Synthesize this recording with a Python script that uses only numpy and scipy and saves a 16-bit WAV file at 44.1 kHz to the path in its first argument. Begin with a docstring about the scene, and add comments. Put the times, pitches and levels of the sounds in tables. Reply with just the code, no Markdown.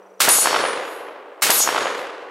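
"""The return of an earlier shot is dying away over faint air hiss, a low hum and a pulsing insect.
A shotgun then fires in a grassy clearing ringed by trees: a hammer tick, then a ragged hiss of gas.
Shot cracks and spatters on a steel paddle, whose ringing modes flash as it swings, while banks and trunks
send back dull slaps (pressure ripples) over a long rolling tail (scattered random echoes).
Over a second later a second shot fires, strikes and rings in the same way."""
import sys
import numpy as np
from scipy import signal
from scipy.io import wavfile
from scipy.ndimage import uniform_filter1d

SR = 44100
rng = np.random.default_rng(int(sys.argv[2]) if len(sys.argv) > 2 else 0)


def dump(signal):
    """Clip the signal to [-1, 1] and save it as 16-bit WAV at the path in sys.argv[1]."""
    limited = np.clip(np.atleast_2d(signal).T, -1, 1)
    pcm = np.round(limited * 32767).astype(np.int16)
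    wavfile.write(sys.argv[1], SR, pcm)


def attenuation_scalar(level_db):
    """Turn a level in dB into a linear amplitude multiplier (20 dB per decade)."""
    decades = np.asarray(level_db, float) / 20
    return 10 ** decades


N = 101430
T = np.arange(N) / SR

# Shots; strength sets the return only: (time [s], strength of the return [dB])
SHOTS = [(-1.35, -2.5), (.2020, 1), (1.4195, -1)]
# Slaps from banks and trunks, before the shot's strength: (delay [s], level [dB], pitch [Hz])
SLAPS = [(.0028, -6, 1250), (.0745, -8, 1200), (.0775, -13.5, 350), (.0820, -4, 800), (.184, -9, 650),
         (0.2562, -3, 850), (0.2708, -4, 950), (.308, -11, 700), (.3282, -8, 800), (.3400, -8, 900),
         (.3433, -4, 1100), (0.348, -7, 900), (.3624, -5, 1000), (.4377, -7, 850), (.4490, -9, 900)]
# Envelope of the scattered return, before the shot's strength: (delay [s], level [dB])
RETURN_LEVEL = [(0, -27.5), (.1, -20.5), (.2, -29.5), (.26, -25), (.35, -23), (.45, -22.5), (.8, -35),
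                (1.2, -43), (2.4, -62)]
# Spectrum of the scattered return: (frequency [Hz], relative density [dB per Hz])
RETURN_COLOUR = [(40, -34.5), (200, -20), (340, -6), (470, 1.5), (750, -4.5), (1100, -2.5), (3000, -13),
                 (11000, -34), (16000, -73.5)]
# Fading of each band on top of the envelope, before the amount is applied: (frequency [Hz], loss [dB/s])
DULLING = [(200, 17), (400, -9.5), (3000, 12), (7000, 35), (15000, 58)]
# How alike left and right are: (frequency [Hz], likeness [0 to 1])
LIKENESS = [(200, .998), (2400, 0.92), (12000, 1)]
# Spectrum of the blast and of the air hiss: (frequency [Hz], relative density [dB per Hz])
BLAST_COLOUR = [(35, -65), (60, -26), (1060, -7), (2090, -2), (8710, -4.5), (16000, -11)]
# Shot reaching the paddle: (time [s], crack level [dB], spatter hold [s], spatter level [dB])
STRIKES = [(0.2882, -12, 0.15, -27), (1.5030, -12, 0.12, -24)]
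# Spectrum of crack and spatter: (frequency [Hz], relative density [dB per Hz])
SPATTER_COLOUR = [(1500, -14.5), (3500, 0.5), (13000, 0), (16500, -21)]
# Main modes of the paddle: (frequency [Hz], relative level [dB])
PADDLE_MODES = [(3820, -6), (4432, -2), (5105, -8), (5522, -10.5), (5921, -5), (6288, -9.5), (6713, 0.8),
                (6796, -6.5), (6854, -5), (7210, -8), (7375, -8), (7660, -4.5), (7773, -3), (8009, -2.5),
                (8844, -3), (9408, -2), (10492, -9.5), (10730, -7), (11135, -13.5), (11421, -3),
                (11618, -9), (11864, -9), (10361, -9), (13670, -14), (14630, -6)]
# Ring aimed at the microphone, added to each mode's level:
# (time [s], length [s], centre [Hz], width [Hz], level [dB])
FLASHES = [(0.35, 0.085, 10950, 1500, -22.5), (0.38, 0.1, 7200, 1700, -27.5), (.32, 0.031, 9404, 40, -12.5),
           (0.417, 0.034, 9404, 40, -16), (0.498, .15, 4800, 931, -32), (0.673, 0.093, 9404, 40, -34),
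           (0.852, 0.13, 6780, 29.7, -46), (0.93, 0.11, 11200, 3000, -54), (1.053, 0.09, 11135, 40, -50.5),
           (.52, .11, 5522, 40, -30), (1.69, .07, 5522, 40, -27), (.9, .18, 13670, 60, -55),
           (1.546, .03, 12850, 2600, -21.5), (1.587, 0.021, 11540, 610, -21.5),
           (1.596, 0.028, 9250, 1500, -25), (1.625, .035, 6200, 1300, -20), (1.824, 0.12, 6680, 150, -44),
           (2.0, .06, 12000, 2500, -57)]

HUM_HZ, HUM_DB, AIR_DB = 192, -63, -70
INSECT_HZ, INSECT_DB, INSECT_PER_S = 5850, -70, 26
SCATTER_PER_S, SCATTER_SPREAD_DB = 9000, 2
CLUMP_DB, CLUMP_S = 1.5, .004
DULLING_AMOUNT, COLOUR_AT_S = 0.97, 0.51  # the colour is exact at this time
SLAP_SMEAR_S, CRACKLE, CRACKLE_OCTAVES = .006, .6, 1.8
CRACK_T60, SPATTER_T60 = 0.0081, 0.33  # s to fall 60 dB
SPATTER_LATE_DB, SPATTER_LATE_T60 = -18.5, .7  # dB relative to the spatter, s
RING_DB, RING_DB_PER_CYCLE = -33.5, .008
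SMALL_MODES_DB, PADDLE_LEFT_DB = -17, 0.72
BLAST_DB, BLAST_RISE_S, BLAST_HOLD_S, BLAST_T60 = -12, 0.0032, 0.012, 0.31
BLAST_RAGGED_DB = 6
HAMMER_LEAD_S, HAMMER_DB = .0065, -44.5
EDGE_HZ = 15800


def evened(x):
    """Scales to rms 1."""
    return x / np.sqrt(np.mean(x ** 2) + 1e-20)


def read(points, hz):
    """Reads a spectrum table on a log frequency axis."""
    f, value = np.transpose(points)
    return np.interp(np.log(hz + 1), np.log(f + 1), value)


def add(mix, s, sound):
    """Mixes a sound in at s seconds, which may lie before the start."""
    at = round(s * SR)
    part, sound = mix[:, max(at, 0):], sound[:, max(-at, 0):]
    n = min(part.shape[1], sound.shape[1])
    part[:, :n] += sound[:, :n]


def coloured(pair, colour, dulling=0):
    """Colours two raw signals, dulls them with time and blends them into a close stereo pair."""
    hz, t, z = signal.stft(pair, SR, nperseg=512, noverlap=384)
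    same = np.clip(read(LIKENESS, hz), 0, 1)[:, None]
    mid = np.sqrt((1 + same) / 2) * z[0]
    side = np.sqrt((1 - same) / 2) * z[1]
    level = read(colour, hz)[:, None]
    loss = dulling * read(DULLING, hz)[:, None] * (t - COLOUR_AT_S)
    gain = attenuation_scalar(level - loss) / np.sqrt(np.mean(attenuation_scalar(2 * level)))
    stereo = np.array([mid + side, mid - side]) * gain
    return signal.istft(stereo, SR, nperseg=512, noverlap=384)[1][:, :pair.shape[1]]


def ripple(hz, t):
    """One smooth pressure swing: dip, peak, dip."""
    u = (np.pi * hz * t) ** 2
    return (1 - 2 * u) * np.exp(-u)


def stillness():
    """Faint air hiss throughout; a low hum and a pulsing insect tone until the first blast."""
    throb = np.maximum(-np.sin(2 * np.pi * INSECT_PER_S * T), 0)
    hum = attenuation_scalar(HUM_DB) * np.sqrt(2) * np.sin(2 * np.pi * HUM_HZ * T)
    insect = attenuation_scalar(INSECT_DB) * 2 * throb * np.sin(2 * np.pi * INSECT_HZ * T)
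    hiss = coloured(rng.standard_normal((2, N)), BLAST_COLOUR)
    return (hum + insect) * (T < SHOTS[1][0]) + attenuation_scalar(AIR_DB) * hiss


def clearing():
    """What the clearing sends back of one blast: scattered small echoes and a few clear slaps."""
    sizes = attenuation_scalar(SCATTER_SPREAD_DB * np.minimum(rng.exponential(1, (2, N)), 5))
    taps = sizes * rng.choice([-1., 1.], (2, N))
    clump_n = int(CLUMP_S * SR)
    clumps = evened(uniform_filter1d(uniform_filter1d(rng.standard_normal(N), clump_n), clump_n))
    taps = taps * (rng.random((2, N)) < SCATTER_PER_S / SR) * attenuation_scalar(CLUMP_DB * clumps)
    envelope = attenuation_scalar(np.interp(T, *np.transpose(RETURN_LEVEL))) * np.minimum(T / BLAST_RISE_S, 1)
    out = coloured(evened(taps), RETURN_COLOUR, DULLING_AMOUNT) * envelope

    t = T[:600] - SLAP_SMEAR_S
    bounces = rng.random((len(SLAPS), 3, 10, 1))  # ten sharper, weaker bounces crackle around each slap
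    for (delay, db, hz), (at, size, sharp) in zip(SLAPS, bounces):
        bounce_hz = hz * 2 ** (CRACKLE_OCTAVES * sharp)
        crackle = CRACKLE * (2 * size - 1) * ripple(bounce_hz, t - SLAP_SMEAR_S * (at - .3))
        wave = ripple(hz, t) + crackle.sum(0)
        add(out, delay - SLAP_SMEAR_S, attenuation_scalar(db) * np.array([wave, wave]))
    return out


def paddle():
    """Every mode rings down from the last strike and swells when the swinging face aims it this way."""
    small = np.c_[rng.uniform(3500, 14000, 40), rng.normal(SMALL_MODES_DB, 5, 40)]
    hz, db = np.transpose(np.r_[PADDLE_MODES, small])[:, :, None]
    first, second = STRIKES[0][0], STRIKES[1][0]
    t = T[::64]  # gains are drawn coarsely, then interpolated
    since = np.where(T > second, T - second, T - first)[::64]
    # modes below 9 kHz fade as fast as one at 9 kHz
    aim = attenuation_scalar(RING_DB - RING_DB_PER_CYCLE * np.maximum(hz, 9000) * since) * (since > 0)
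    for s, length, centre_hz, width_hz, level in FLASHES:
        struck = max(strike[0] for strike in STRIKES if strike[0] < s)
        swing = attenuation_scalar(level) / np.cosh(2 * (t - s) / length)
        aim = aim + swing * np.exp(-((hz - centre_hz) / width_hz) ** 2) * (t > struck)
    gain = aim * attenuation_scalar(db)
    ring = sum(np.interp(T, t, g) * np.sin(2 * np.pi * (f * T + rng.random())) for f, g in zip(hz, gain))
    return np.sqrt(2) * attenuation_scalar([[PADDLE_LEFT_DB], [-PADDLE_LEFT_DB]]) * ring


def spatter(crack_db, hold_s, db):
    """A sharp crack on steel, then lead dust hissing off it, with a weaker, longer echo."""
    t = np.arange(SR) / SR
    late = np.maximum(t - hold_s, 0)
    dust = attenuation_scalar(db - 60 * late / SPATTER_T60)
    echo = attenuation_scalar(db + SPATTER_LATE_DB - 60 * late / SPATTER_LATE_T60)
    crack = attenuation_scalar(crack_db - 60 * np.maximum(t - .004, 0) / CRACK_T60)  # holds for 4 ms
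    rise = np.minimum(t * 2000, 1)
    return rise * (crack + dust + echo) * coloured(rng.standard_normal((2, SR)), SPATTER_COLOUR)


def blast():
    """The hammer's tick, then a wide, ragged hiss of gas that leaps up and sags."""
    t = np.arange(SR // 2) / SR - HAMMER_LEAD_S
    sag = 60 * np.maximum(t - BLAST_HOLD_S, 0) / BLAST_T60
    shape = np.clip(t / BLAST_RISE_S, 0, 1) * attenuation_scalar(BLAST_DB - sag)
    tick = attenuation_scalar(HAMMER_DB) * (t < 0)
    ragged = attenuation_scalar(BLAST_RAGGED_DB * np.minimum(rng.exponential(1, len(t)), 3))
    gas = rng.standard_normal((2, len(t))) * ragged
    return (shape + tick) * coloured(evened(gas), BLAST_COLOUR)


def scene():
    """Shots, their returns, the struck paddle and the quiet between."""
    mix, back = stillness() + paddle(), clearing()
    for s, db in SHOTS:
        add(mix, s, attenuation_scalar(db) * back)
        add(mix, s - HAMMER_LEAD_S, blast())
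    for s, *row in STRIKES:
        add(mix, s, spatter(*row))
    return mix


def band_limit(x):
    """A steep low-pass at the top of the band."""
    return signal.sosfilt(signal.butter(12, 16990, fs=SR, output="sos"), x)


def record(dry):
    """A soft ceiling rounds the peaks, then the microphone's pass band trims treble and bass."""
    soft = signal.oaconvolve(np.tanh(dry), signal.firwin(255, EDGE_HZ, fs=SR)[None], "same")
    mix = signal.lfilter(*signal.butter(1, 110, "high", fs=SR), soft)
    return band_limit(mix)


dry = scene()
out = record(dry)
dump(out)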